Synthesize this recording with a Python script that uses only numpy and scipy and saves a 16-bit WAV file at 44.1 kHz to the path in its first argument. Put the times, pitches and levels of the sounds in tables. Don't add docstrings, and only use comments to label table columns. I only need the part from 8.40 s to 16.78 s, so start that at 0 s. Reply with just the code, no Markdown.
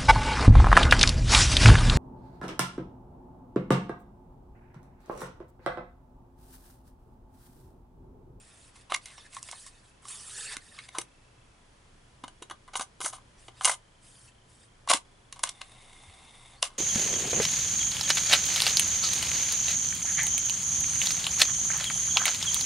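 import sys
import numpy as np
from scipy import signal
from scipy.fft import rfft, irfft, next_fast_len
from scipy.io import wavfile
from scipy.ndimage import uniform_filter1d, map_coordinates

SR = 44100
rng = np.random.default_rng(int(sys.argv[2]) if len(sys.argv) > 2 else 0)


def master(y):
    cut = np.clip(np.atleast_2d(y).T, -1, 1)
    pcm = np.round(cut * 32767)
    wavfile.write(sys.argv[1], SR, pcm.astype(np.int16))


N = 369558

# frequency in Hz, relative density in dB per Hz.
AIR_SPECTRUM = [(26, -23), (45, -4), (70, -6.5), (124, -10), (225, -13), (311, -15), (516, -16), (982, -18),
                (2410, -23), (2580, -25), (3180, -23), (3480, -26.5), (11000, -32.5), (14300, -64.5),
                (22000, -120)]
# frequency in Hz, correlation from 0 to 1.
AIR_CORRELATION = [(60, 1.0), (170, 0.92), (490, 0.15), (1410, 0.038), (4030, 0.19), (11500, 0.92)]
# frequency in Hz, width in Hz, level in dB.
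HUM_LINES = [(24, 10, -65.5), (119, 20, -68.5), (1001, 25, -81)]
# centre in seconds, frequency in Hz, peak in dB, half length in seconds.
LOW_BUMPS = [(7.694, 88, -49, 0.018)]
# time in seconds, frequency in Hz, mean level in dB.
TICK_TONE = [(0, 2600, -68), (3.12, 2620, -66), (3.25, 2620, -78), (4.6, 3050, -76), (5.3, 3080, -67),
             (6.4, 3150, -68), (6.7, 3410, -64), (6.87, 3430, -63), (6.95, 3450, -76), (8.4, 3450, -76)]
# frequency in Hz, T60 in seconds.
ROOM_DECAY = [(200, 0.21), (1500, 0.13), (10000, 0.11)]
# time in seconds, left over right in dB.
HANDS_PAN = [(0, -1), (2.3, -1.8), (2.55, .9), (3.5, .1), (8.4, .5)]
# frequency in Hz, width in Hz, relative level in dB.
GEAR_MODES = [(770, 240, 1), (1040, 340, 0), (2120, 260, 2), (2700, 600, -6), (3600, 420, 3),
              (8100, 900, -9), (9000, 600, -5), (10100, 300, -6)]
# start in seconds, level in dB before THUD_TRIM_DB.
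THUD_BLOWS = [(.518, -42.5), (2.168, -48), (2.584, -34.5), (3.837, -39.5), (4.02, -43.5), (4.109, -46),
              (4.355, -47), (4.395, -42.5), (4.603, -45.5), (4.644, -43), (5.085, -50), (5.249, -45),
              (5.292, -48), (6.503, -35.5), (6.544, -33), (7.036, -49)]
# start in seconds, end in seconds, hiss in dB, scrape in dB.
BRUSH_STROKES = [(-.02, 0.298, -61, -65.5), (0.356, 0.418, -62, -62), (.63, 0.866, -60.5, -57.5),
                 (0.927, 0.987, -54, -54), (1.032, 1.286, -52, -58), (1.312, 1.401, -67, -67),
                 (1.445, 1.5, -64.5, -68.5), (2.22, 2.374, -60, -60), (2.386, 2.47, -60.5, -57),
                 (2.538, 2.607, -63, -57), (4.986, 5.077, -64, -67), (5.175, 5.24, -60.5, -60.5),
                 (5.639, 5.891, -59, -65.5), (6.099, 6.255, -65.5, -71), (8.16, 8.216, -71, -68)]
# frequency in Hz, relative density in dB per Hz.
SKIN_SPECTRUM = [(1760, -48.5), (3000, -9), (3980, -19), (4460, -9), (4870, -7), (6280, -7), (8850, 1),
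                 (11000, -5.5), (14300, -45.5), (22000, -120)]
# frequency in Hz, width in Hz, relative level in dB.
CASE_MODES = [(1800, 170, -1), (2580, 130, -4), (3700, 200, 0), (4400, 200, -3), (4950, 150, -7)]
# time in seconds, hiss in dB, scrape in dB,
# shrinking pocket in Hz, growing pocket in Hz.
TAPE_SLIDE = [(1.62, -64.5, -70, 1100, 3390), (1.71, -41.5, -52, 1137, 3320),
              (1.82, -49, -57.5, 1205, 3247), (1.93, -44.5, -51.5, 1422, 3220),
              (2.0, -41, -45.5, 1750, 3000), (2.09, -46.5, -43.5, 1850, 2250),
              (2.135, -41.5, -41, 1795, 1362), (2.17, -62, -55, 1810, 1250)]
# start in seconds, hollow knock, clack and tick in dB before CONTACT_TRIM_DB,
# rise in ms (11 dB gained in that time), T60 in ms.
PLASTIC_CONTACTS = [(0.359, -50.5, -48.5, -50, 3.6, 75), (0.4986, -35.5, -39, -49, 1.7, 42),
                    (0.5212, -13, -17, -28, 0.61, 16.5), (0.5477, -22, -14, -17, 4.7, 9.2),
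                    (0.5612, -30, -39, -26, 1.3, 21), (0.6576, -51, -37.5, -31, 0.92, 36),
                    (.7801, -42, -41.5, -49, 0.9, 50), (.948, -60, -44, -31.5, 1.3, 20),
                    (0.9669, -25.5, -33.5, -38, .6, 26), (.991, -65, -52, -42, 4, 26),
                    (1.029, -42, -43, -25, 0.25, 14), (1.0877, -38.5, -34, -42, .6, 36),
                    (1.1137, -43, -49, -28, .3, 25), (1.1243, -42, -34, -35, 0.48, 20),
                    (1.1303, -31.5, -43, -51, 0.88, 26), (1.2646, -45, -46, -38, 2, 60),
                    (1.6536, -35, -42, -44, 0.94, 26), (1.6835, -48, -42, -34, 0.36, 46),
                    (2.1681, -55, -24, -24.5, 0.66, 11.6), (2.3885, -42, -30.5, -45, 1.5, 44),
                    (2.49, -43, -35, -39.5, 4, 14), (2.551, -31, -40.5, -45.5, 3.5, 150),
                    (2.585, -24, -20, -17, 0.55, 22), (2.6152, -38, -35, -28.5, 2.2, 25),
                    (3.8384, -28, -33.5, -41.5, 1.4, 39), (3.88, -37, -37, -39.5, 0.65, 33),
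                    (4.0234, -36.5, -36, -35.5, 1.2, 47), (4.0993, -35, -34, -38, .9, 22),
                    (4.1106, -28, -33, -39, 2, 44), (4.278, -40.5, -49, -54, .6, 93),
                    (4.3358, -34.5, -35, -42, 2.1, 77), (4.355, -16.5, -17, -33, 0.5, 14),
                    (4.396, -23.5, -28, -27, 0.85, 34), (4.41, -24, -28.5, -25, 1.9, 37),
                    (4.605, -29.5, -33, -30, 0.35, 38), (4.614, -26.5, -27, -25, 0.38, 28),
                    (4.6463, -35, -30, -26, 1.7, 90), (4.6609, -24.5, -42, -18.5, 3.9, 43),
                    (4.7336, -31, -42, -52, 1.3, 30), (4.784, -44, -58, -53, 3.5, 30),
                    (5.082, -38.5, -37, -46, .8, 44), (5.211, -20.5, -26.5, -37, 1.9, 7.2),
                    (5.247, -23, -16.5, -12, 0.13, 67), (5.2752, -17.5, -21, -19, 0.57, 50),
                    (5.2964, -13, -30.5, -18, 2.2, 16), (5.314, -47, -48.5, -21.5, .7, 30),
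                    (6.4756, -23, -33, -36, 1.4, 25), (6.5145, -6, -13, -33, 1.6, 6.6),
                    (6.5307, -15, -21, -28, 1.7, 40), (6.536, -15.5, -12, -9, 1.5, 23),
                    (6.926, -36, -32.5, -29, 0.58, 23), (6.9597, -44, -47, -50, 0.83, 120),
                    (6.9933, -37, -40.5, -37, 0.25, 46), (7.0373, -15, -15.5, -9.5, 2.14, 15),
                    (7.0727, -38, -35, -38, 0.98, 110), (7.0915, -42, -29.5, -20, 0.76, 22),
                    (7.2156, -32.5, -27.5, -34, 2.7, 23), (8.228, -17, -12, -10, 2.05, 17)]
# start in seconds, end in seconds, knock, clack and tick in dB before CONTACT_TRIM_DB.
DRAGS_AND_RATTLES = [(0.504, 0.564, -40.5, -38.5, -44), (0.659, .73, -56.5, -48, -53),
                     (0.926, 0.95, -52, -47.5, -47), (4.357, 4.377, -37, -40, -28),
                     (4.419, 4.427, -45, -40, -32), (4.62, 4.7, -45.5, -45.5, -30),
                     (4.728, 4.764, -44, -44.5, -39.5), (5.217, 5.232, -37.5, -40, -38.5),
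                     (5.236, 5.246, -40.5, -40, -30), (5.252, 5.264, -21, -17.5, -12),
                     (5.279, 5.316, -29.5, -27.5, -22.5), (5.316, 5.341, -33.5, -33.5, -29),
                     (6.489, 6.502, -36, -24.5, -24), (6.499, 6.516, -17, -17, -13.5),
                     (6.539, 6.572, -32, -29, -25.5), (7.046, 7.07, -44, -40.5, -42),
                     (8.139, 8.2, -59.5, -68, -66), (8.236, 8.275, -40, -35, -31.5),
                     (8.28, 8.376, -53.5, -56, -59.5)]
# lower edge in Hz, upper edge in Hz.
BAND_EDGES_HZ = [(560, 1940), (1650, 4100), (5200, 16500)]
# frequency in Hz, width in Hz, relative level in dB.
SHELL_MODES = [(764, 90, -10), (1086, 138, 4.5), (1467, 33, -9.5), (2088, 120, -4), (2820, 240, -9.5),
               (3360, 140, -17), (3903, 69, -12.5), (5840, 280, -19.5), (7060, 86, -13), (8130, 98, -11.5),
               (9380, 130, -16), (10300, 74, -32)]
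# frequency in Hz, width in Hz, relative level in dB.
PLAYER_MODES = [(782, 73, -9.5), (1056, 103, 0.5), (1197, 70, -2.5), (1500, 100, -6.5), (2093, 150, -4),
                (2887, 180, -6), (3297, 120, -12.5), (3750, 60, -11.5), (6120, 170, -6.5),
                (6860, 118, -8.5), (8200, 110, -6), (9070, 180, -7), (10170, 200, -9)]

TOP_HZ = 10970
AIR_DB, TICK_RATE_HZ, STAYING_HZ, STAYING_DB = -60, 29.975, 3380, -71.5
ROOM_DB, ROOM_GAP_S = -11.5, 0.008
MOTOR_ON_S, MOTOR_OFF_S, MOTOR_DB, SPIN_UP_S, COAST_S = 6.96, 8.14, -55, 0.16, 0.023
SPOOL_RATE_HZ = 9.47
THUD_TRIM_DB, THUD_HZ, THUD_RISE_S, THUD_T60_S = 7.0, 330, 0.0014, 0.033
TOUCH_S, LIFT_S = 0.036, 0.025
POCKET_DB = -1.5
CONTACT_TRIM_DB, LEAD_S = -5.0, 0.02
RATTLE_RISE_MS, RATTLE_T60_MS, RATTLE_FADE_DB, RATTLE_SCATTER_DB = 2, 46, 6, 2
LOADING_START_S, LOADING_END_S = 2.45, 6


def amp(db):
    return 10 ** (np.asarray(db) / 20)


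def unit(x):
    return x / np.sqrt(np.mean(x ** 2) + 1e-20)


def along(points, hz):
    f, v = np.transpose(points)
    return np.interp(np.log(hz + 1), np.log(f + 1), v)


def curves(rows):
    s, *cols = np.transpose(rows)
    return [np.interp(np.arange(N) / SR, s, c, left=-120, right=-120) for c in cols]


def wobble(rate_hz):
    knots = rng.standard_normal(int(N * rate_hz / SR) + 4)
    return map_coordinates(knots, [np.arange(N) * rate_hz / SR])


def filtered(x, response):
    m = next_fast_len(N + SR // 2)
    return irfft(rfft(x, m) * response(np.fft.rfftfreq(m, 1 / SR)), m)[..., :N]


def modes(peaks, bed_db):
    def response(f):
        rings = sum(amp(db) * 1j * f * w / (c * c - f * f + 1j * f * w) for c, w, db in peaks)
        return amp(bed_db) + rings
    return response


def grit(rough_db):
    return unit(rng.standard_normal(N) * amp(rough_db * wobble(400)))


def coloured(x, spectrum):
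    return unit(filtered(x, lambda hz: amp(along(spectrum, hz))))


def patchy(x, depth_db):
    z = signal.stft(x, nperseg=256)[2]
    field = uniform_filter1d(rng.standard_normal(z.shape), 3, 0)
    field = uniform_filter1d(field, 7, 1)
    return unit(signal.istft(z * amp(depth_db * unit(field)), nperseg=256)[1][:N])


def camera_air():
    def mid_side(hz):
        angle = np.arccos(np.clip(along(AIR_CORRELATION, hz), -1, 1)) / 2
        return amp(along(AIR_SPECTRUM, hz)) * [np.cos(angle), np.sin(angle)]
    mid, side = filtered(rng.standard_normal((2, N)), mid_side)
    return amp(AIR_DB + 0.37 * wobble(2.105)) * unit(np.array([mid + side, mid - side]))


def camera_hum():
    t, out = np.arange(N) / SR, np.zeros(N)
    for hz, width_hz, db in HUM_LINES:
        phase = 2 * np.pi * hz * t
        out += amp(db) * unit(wobble(width_hz) * np.cos(phase) + (1 + wobble(width_hz)) * np.sin(phase))
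    return out


def low_bump():
    t = np.arange(N) / SR
    return sum(amp(db) * np.exp(-((t - s) / half_s) ** 2) * np.sin(2 * np.pi * hz * t)
               for s, hz, db, half_s in LOW_BUMPS)


def ticking():
    t, (hz, db) = np.arange(N) / SR, curves(TICK_TONE)
    frame = ((t - .0155) * TICK_RATE_HZ + .5) % 1 - .5
    phase = 2 * np.pi * np.cumsum(hz * (1 + .008 * wobble(15))) / SR
    wandering = amp(db + 3 * wobble(20)) * np.sin(phase)
    staying = amp(STAYING_DB + 3.5 * wobble(15)) * np.sin(2 * np.pi * STAYING_HZ * t)
    return np.exp(-(frame / 0.15) ** 2) * (wandering + staying)


def camera():
    return camera_air() + camera_hum() + low_bump() + ticking()


def room(x):
    hz, t, z = signal.stft(rng.standard_normal((2, SR // 3)), SR, nperseg=256)
    decay = amp(-60 * t / along(ROOM_DECAY, hz)[:, None])
    tail = signal.istft(z * decay, SR, nperseg=256)[1]
    tail /= np.linalg.norm(tail, axis=1, keepdims=True)
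    late = np.pad(x, (round(ROOM_GAP_S * SR), 0))
    return signal.fftconvolve(late[None], tail, axes=1)[:, :N]


def motor():
    t = np.arange(N) / SR
    spin_up = 1 - np.exp(-np.maximum(t - MOTOR_ON_S, 0) / SPIN_UP_S)
    coast = np.exp(-(np.maximum(t - MOTOR_OFF_S, 0) / COAST_S) ** 2)
    turn = (t - 7.636) * SPOOL_RATE_HZ % 1
    knock = 1 + 1.3 * np.exp(-turn / .035)

    def deck(f):
        power = sum(amp(2 * db) / (1 + (2 * (f - c) / w) ** 2) ** 2 for c, w, db in GEAR_MODES)
        return np.sqrt(amp(-22.5) + power)
    gears = patchy(filtered(grit(rough_db=1.5) * knock, deck), depth_db=1.5)
    return amp(MOTOR_DB) * spin_up * coast * gears


def thuds():
    out, t = np.zeros(N + SR), np.arange(SR // 10) / SR
    for s, db in THUD_BLOWS:
        low_hz, high_hz = THUD_HZ * np.exp(rng.normal(0, [.15, .15])) * [1, 1.5]
        swing = np.sin(2 * np.pi * low_hz * t) + .5 * np.sin(2 * np.pi * high_hz * t)
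        envelope = amp(db + THUD_TRIM_DB - 60 * t / THUD_T60_S) * (1 - np.exp(-t / THUD_RISE_S))
        out[round(s * SR):][:len(t)] += envelope * swing
    return out[:N]


def strokes():
    t, gains = np.arange(N) / SR, amp(curves(TAPE_SLIDE)[:2])
    for start, end, *db in BRUSH_STROKES:
        shape_db = -20 * np.maximum(0, np.maximum((start - t) / TOUCH_S, (t - end) / LIFT_S))
        gains = gains + amp(db)[:, None] * amp(shape_db)
    return gains


def rubbing():
    fine, coarse = strokes()
    skin = patchy(coloured(grit(rough_db=-1.0), SKIN_SPECTRUM), depth_db=3.5)

    def wall(f):
        high_pass = (1j * f / (700 + 1j * f)) ** 2
        return modes(CASE_MODES, bed_db=-7)(f) * high_pass / (1 + 1j * f / 5500) ** 2
    scrape = patchy(filtered(grit(rough_db=1.0), wall), depth_db=5.5)
    return fine * amp(0.77 * wobble(32)) * skin + coarse * amp(1.5 * wobble(25)) * scrape


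def pocket():
    scrape_db, shrinking_hz, growing_hz = curves(TAPE_SLIDE)[1:]

    def band(hz, rate_hz):
        phase = 2 * np.pi * np.cumsum(np.abs(hz) * (1 + .05 * wobble(30))) / SR
        return wobble(rate_hz) * np.cos(phase) + wobble(rate_hz) * np.sin(phase)
    panel = amp(-14.5) * band(425, 50)
    air = band(shrinking_hz, 550) + band(growing_hz, 800) + panel
    return amp(scrape_db + POCKET_DB + 1.6 * wobble(40)) * patchy(air, depth_db=5.5)


def struck(peaks):
    shift = 1 + rng.normal(0, [.012, .2, 0], (len(peaks), 3))
    return peaks * shift + rng.normal(0, 3, (len(peaks), 1)) * [0, 0, 1]


def contacts():
    out, size = np.zeros(N + SR), 8192
    t, hz = np.arange(size) / SR - LEAD_S, np.fft.rfftfreq(size, 1 / SR)
    filters = [signal.butter(3, edges, "bandpass", fs=SR, output="sos") for edges in BAND_EDGES_HZ]
    bands = [signal.sosfreqz(sos, hz, fs=SR)[1] for sos in filters]
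    single = [(s, 0, *rest) for s, *rest in PLASTIC_CONTACTS]
    held = [(s, end - s, *db, RATTLE_RISE_MS, RATTLE_T60_MS) for s, end, *db in DRAGS_AND_RATTLES]
    for s, hold_s, *db, rise_ms, t60_ms in single + held:
        rise = np.exp(1300 * np.minimum(t, 0) / max(rise_ms, .1))
        burst = rise * amp(-60000 * np.maximum(t - hold_s, 0) / max(t60_ms, 5))
        if hold_s:
            jolts = np.repeat(rng.standard_normal(size // 128), 128)
            burst *= amp(RATTLE_SCATTER_DB * jolts - RATTLE_FADE_DB * np.clip(t / hold_s, 0, 1))
        loading = LOADING_START_S < s < LOADING_END_S
        spot = struck(PLAYER_MODES if loading else SHELL_MODES)
        grains = np.repeat(rng.standard_normal(size // 16), 16)
        chatter = rng.standard_normal(size) * amp(3 * grains)
        chatter[round(LEAD_S * SR)] = 2.5 / max(rise_ms, .2)
        parts = irfft(rfft(burst * chatter) * modes(spot, bed_db=-15)(hz) * bands, size)
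        parts *= np.linalg.norm(burst) / np.linalg.norm(parts, axis=1, keepdims=True)
        out[round((s - LEAD_S) * SR):][:size] += amp(db) @ parts
    return amp(CONTACT_TRIM_DB) * out[:N]


def scene():
    hands = contacts() + thuds() + rubbing() + pocket() + motor()
    pan_db = curves(HANDS_PAN)[0] / 2
    return hands * amp([pan_db, -pan_db]) + amp(ROOM_DB) * room(hands) + camera()


def record(dry):
    def band_end(hz):
        cliff_db = np.clip((hz - TOP_HZ) / 3.5, 0, 38)
        slope_db = np.clip(hz - TOP_HZ, 0, 5000) / 100
        return amp(-cliff_db - slope_db)
    return filtered(dry, band_end)


dry = scene()
out = record(dry)
master(out)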